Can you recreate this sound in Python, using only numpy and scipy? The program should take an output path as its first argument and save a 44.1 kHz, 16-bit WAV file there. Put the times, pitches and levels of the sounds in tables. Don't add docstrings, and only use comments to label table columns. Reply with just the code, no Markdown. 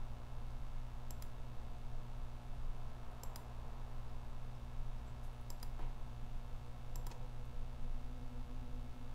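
import sys
import numpy as np
from scipy import signal
from scipy.fft import rfft, irfft, next_fast_len
from scipy.io import wavfile
from scipy.ndimage import map_coordinates

SR = 44100
rng = np.random.default_rng(int(sys.argv[2]) if len(sys.argv) > 2 else 0)


def transcribe(u):
    v = np.clip(np.atleast_2d(u).T, -1, 1)
    q = np.round(v * 32767).astype(np.int16)
    wavfile.write(sys.argv[1], SR, q)


N = 403074
TOP_HZ = 15700


def amp(db):
    return 10 ** (np.asarray(db) / 20)


def unit(x):
    return x / np.sqrt(np.mean(x ** 2) + 1e-30)


def along(points, hz):
    point_hz, values = np.transpose(points)
    return np.interp(np.log(hz + 1), np.log(point_hz + 1), values)


def wobble(knots_per_s):
    knots = rng.standard_normal(int(N * knots_per_s / SR) + 4)
    return map_coordinates(knots, [np.arange(N) * knots_per_s / SR])


def filtered(x, response):
    size = next_fast_len(len(x) + SR // 4)
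    return irfft(rfft(x, size) * response(np.fft.rfftfreq(size, 1 / SR)), size)[:len(x)]


def ring(force, modes):
    def body(f):
        return sum((-1) ** k * amp(db) * 1j * f * width / (hz * hz - f * f + 1j * f * width)
                   for k, (hz, width, db) in enumerate(modes))
    return unit(filtered(force, body)) * np.sqrt(np.mean(force ** 2))


def band(force, low_hz, high_hz):
    sos = signal.butter(3, [low_hz, high_hz], "bandpass", fs=SR, output="sos")
    return unit(signal.sosfilt(sos, force)) * np.sqrt(np.mean(force ** 2))


def chatter(rise_s, decay_s):
    t = np.arange(SR // 4) / SR
    envelope = np.sqrt(np.minimum(t / rise_s, 1)) * np.exp(-np.maximum(t - rise_s, 0) / decay_s)
    return envelope * rng.choice([-1, 1], len(t))


def noise(spectrum):
    return filtered(rng.standard_normal(N), lambda hz: amp(along(spectrum, hz)) * np.sqrt(SR / 2))


def add(track, start_s, x):
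    part = track[round(start_s * SR):][:len(x)]
    part += x[:len(part)]


# harmonic number, rms level in dB.
HUM_LINES = [(1, -57), (2, -55.5), (3, -76.5), (4, -66), (5, -78), (6, -78.5), (7, -78), (8, -76.5),
             (9, -78.5), (10, -74), (11, -89), (12, -73), (13, -81.5), (14, -76.5), (15, -77.5), (18, -80),
             (21, -82.5), (22, -77), (24, -84), (26, -83.5), (28, -83), (36, -83), (38, -88.5), (43, -86.5),
             (44, -82.5), (48, -85), (59, -83.5), (60, -92), (64, -85.5), (72, -87.5)]
# frequency in Hz, typical level per line in dB.
BUZZ_SPECTRUM = [(180, -67.5), (400, -84), (1200, -89), (2000, -91.5), (3200, -91), (4500, -96.5),
                 (6300, -98), (8000, -103), (11000, -106), (15000, -109)]


def mains(mains_hz=60.027, weak_spikes=12, size=8192):
    harmonics = np.arange(1, int(TOP_HZ / mains_hz))
    spike_phases = np.r_[0, .506, rng.random(weak_spikes)]
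    heights = np.r_[1, 1, .45 * rng.standard_normal(weak_spikes)]
    comb = np.exp(-2j * np.pi * np.outer(harmonics, spike_phases)) @ heights / np.linalg.norm(heights)
    lines = comb * amp(along(BUZZ_SPECTRUM, harmonics * mains_hz))
    for harmonic, db in HUM_LINES:
        i = round(harmonic) - 1
        lines[i] *= amp(db) / abs(lines[i])
    cycle = irfft(np.r_[0, lines], size) * size / np.sqrt(2)
    return np.interp(np.arange(N) / SR * mains_hz, np.arange(size) / size, cycle, period=1)


# frequency in Hz, density in dB per Hz before the layer's gain.
RUMBLE_SPECTRUM = [(4, -59.5), (10, -62.5), (17, -54.5), (25, -55), (33, -72.5), (44, -72.5), (57, -69.5),
                   (70, -78), (95, -81), (125, -78.5), (170, -90.5), (225, -89), (320, -99), (2000, -150)]
RUSH_SPECTRUM = [(150, -115), (330, -99), (450, -95), (600, -95), (700, -90.5), (800, -94), (900, -93),
                 (1020, -92), (1150, -96.5), (1600, -106), (2400, -114), (9000, -150)]
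HISS_SPECTRUM = [(300, -112), (1500, -108), (3300, -110), (4500, -113.5), (6300, -117), (8000, -119.5),
                 (11000, -121.5), (15500, -123.5)]


def room_air(crest_s=3.34, swell_db=4.5, rise_s=0.36, fall_s=0.61, sink_db_per_s=0.36):
    t = np.arange(N) / SR
    from_crest = (t - crest_s) / np.where(t < crest_s, rise_s, fall_s)
    rush_db = 0.47 - sink_db_per_s * t + swell_db / (1 + from_crest ** 2) + 0.5 * wobble(6)
    rumble_db = 0.03 + wobble(3.02)
    rumble = amp(rumble_db) * noise(RUMBLE_SPECTRUM)
    rush = amp(rush_db) * noise(RUSH_SPECTRUM)
    hiss = amp(-0.43) * noise(HISS_SPECTRUM)
    return rumble + rush + hiss


# frequency in Hz, T60 in seconds.
ROOM_T60 = [(200, 0.27), (1000, 0.84), (5000, 0.32), (9000, 0.24), (15000, 0.27)]
# frequency in Hz, relative tail level in dB.
WALL_SPREAD = [(300, 5), (5000, -6.5), (8000, 2.5), (15000, 0.5)]


def in_room(x, wet_db, onset_s):
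    hz, t, spectrum = signal.stft(rng.standard_normal(SR // 3), SR, nperseg=256)
    fade_db = along(WALL_SPREAD, hz)[:, None] - 60 * t / along(ROOM_T60, hz)[:, None]
    tail = signal.istft(spectrum * amp(fade_db), SR, nperseg=256)[1]
    tail *= np.minimum(np.arange(len(tail)) / SR / onset_s, 1) ** 2
    response = amp(wet_db) * tail / np.linalg.norm(tail)
    response[0] += 1
    return signal.fftconvolve(x, response)


# start in seconds, level in dB, decay in seconds, ring in Hz, width in Hz.
FINGER_TICKS = [(.505, -66, .002, 6000, 4000), (3.115, -71, .003, 9000, 4000), (4.09, -73, .008, 5170, 150),
                (4.55, -72, .008, 5200, 300), (4.984, -70, .006, 5100, 300), (5.067, -74, 0.024, 7650, 120),
                (5.33, -69, .002, 11000, 5000), (5.412, -65, .001, 11000, 6000),
                (5.600, -63, .003, 5200, 1490), (7.453, -69, .004, 9000, 6000)]


def finger_ticks():
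    out = np.zeros(N)
    for start_s, db, decay_s, hz, width_hz in FINGER_TICKS:
        tick = ring(chatter(.0006, decay_s), [(hz, width_hz, 0)])
        add(out, start_s, amp(db) * in_room(tick, wet_db=-3, onset_s=.006))
    return out


def snap_force(rise_s, decay_s):
    force = chatter(rise_s, decay_s)
    envelope = abs(force)
    for _ in range(3):
        whitened = irfft(np.exp(1j * np.angle(rfft(force))), len(force))
        force = whitened * np.minimum(8 * envelope, 1)
    return unit(force) * np.sqrt(np.mean(envelope ** 2))


# start in seconds, level in dB before trim, table knock and button flap
# in dB relative to the snap.
BUTTON_PRESSES = [(1.1058, -40, -5, -22), (3.2331, -39, -4, -19), (5.5018, -40, -3.5, -6.5),
                  (6.9562, -39.5, -3.5, -18)]
BUTTON_RELEASES = [(1.2225, -41.5, -15, -8), (3.3584, -38.5, -6, -5), (5.6282, -41, -1.5, -0.5),
                   (7.0666, -42, 0, -7)]
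# frequency in Hz, width in Hz, relative gain in dB.
HELD_MODES = [(1730, 370, -17), (3140, 190, -13.5), (3930, 200, -13.5), (4400, 120, -13), (5150, 420, -6),
              (5370, 470, -2), (6050, 310, -5), (7510, 126, 5), (7850, 39, -8), (9000, 330, -12.5),
              (9900, 220, -9.5), (11530, 380, -6.5), (12300, 180, -1.5), (13100, 300, -17),
              (15200, 550, -14)]
FREE_MODES = [(1225, 94, -2.5), (1990, 460, -7), (3290, 130, -4.5), (3910, 120, -7), (4150, 96, -5.5),
              (5850, 440, -4.5), (7290, 120, 1.5), (8660, 350, -9), (9470, 280, -5), (10020, 250, -5),
              (11300, 330, -4.5), (12000, 600, -6), (13600, 520, -6), (14100, 400, -8), (15500, 560, -8)]
FLAP_MODES = [(4900, 190, 3), (5170, 170, -4.5)]
TABLE_MODES = [(325, 110, -6), (500, 160, -6.5), (780, 170, -5), (910, 72, -1), (975, 51, 2)]


def switch_clicks(strokes, shell_modes, rise_s, decay_s, wet_db, trim_db=-3.5):
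    out = np.zeros(N)
    for start_s, db, knock_db, flap_db in strokes:
        force = snap_force(rise_s, decay_s)
        snap = ring(force, shell_modes)
        flap = amp(flap_db) * ring(force, FLAP_MODES)
        knock = amp(knock_db) * ring(force, TABLE_MODES)
        add(out, start_s, amp(db + trim_db) * in_room(snap + flap + knock, wet_db, onset_s=.002))
    return out


# start, rise and decay in seconds, thud and scrape levels in dB,
# low and high scrape band edges in Hz.
MOUSE_SHIFTS = [(5.229, .014, .026, -72, -70, 5000, 13000), (5.789, 0.003, .011, -49.5, -58, 910, 1900),
                (5.803, .02, 0.036, -56.5, -64, 400, 3000), (7.102, 0.0026, 0.0064, -52.5, -67, 1500, 7000),
                (7.1135, 0.0011, 0.0067, -49.5, -51, 800, 6400)]


def mouse_shifts():
    out = np.zeros(N)
    for start_s, rise_s, decay_s, thud_db, scrape_db, low_hz, high_hz in MOUSE_SHIFTS:
        thud = amp(thud_db) * ring(chatter(rise_s, decay_s), TABLE_MODES)
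        scrape = amp(scrape_db) * band(chatter(rise_s, decay_s), low_hz, high_hz)
        add(out, start_s, in_room(thud + scrape, wet_db=-10, onset_s=.006))
    return out


def drone_gain(full_db, full_s, rise_db_per_s, hold_end_s=8.65, fall_db_per_s=5):
    t = np.arange(N) / SR
    fade_in_db = rise_db_per_s * np.maximum(full_s - t, 0)
    fade_out_db = fall_db_per_s * np.maximum(t - hold_end_s, 0)
    return amp(full_db - fade_in_db - fade_out_db)


def far_drone(pitch_hz=247.4, beat_hz=10, beat_db=-3, waver_hz=2.21):
    def phase(hz):
        return 2 * np.pi * np.cumsum(hz + waver_hz * wobble(12)) / SR
    fundamental = np.sin(phase(pitch_hz)) + amp(beat_db) * np.sin(phase(pitch_hz + beat_hz))
    octave = wobble(22) * np.sin(2 * phase(pitch_hz)) + wobble(22) * np.cos(2 * phase(pitch_hz))
    return (drone_gain(full_db=-59.5, full_s=8.2, rise_db_per_s=20.4) * unit(fundamental)
            + drone_gain(full_db=-70, full_s=7.13, rise_db_per_s=11) * unit(octave))


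def scene():
    presses = switch_clicks(BUTTON_PRESSES, HELD_MODES, rise_s=.0013, decay_s=.0017, wet_db=-10)
    releases = switch_clicks(BUTTON_RELEASES, FREE_MODES, rise_s=.00065, decay_s=.0021, wet_db=-9.5)
    background = mains() + room_air() + far_drone()
    return (background + finger_ticks() + presses + releases + mouse_shifts())[None]


def record(dry):
    return np.array([filtered(x, lambda hz: hz < TOP_HZ) for x in dry])


dry = scene()
out = record(dry)
transcribe(out)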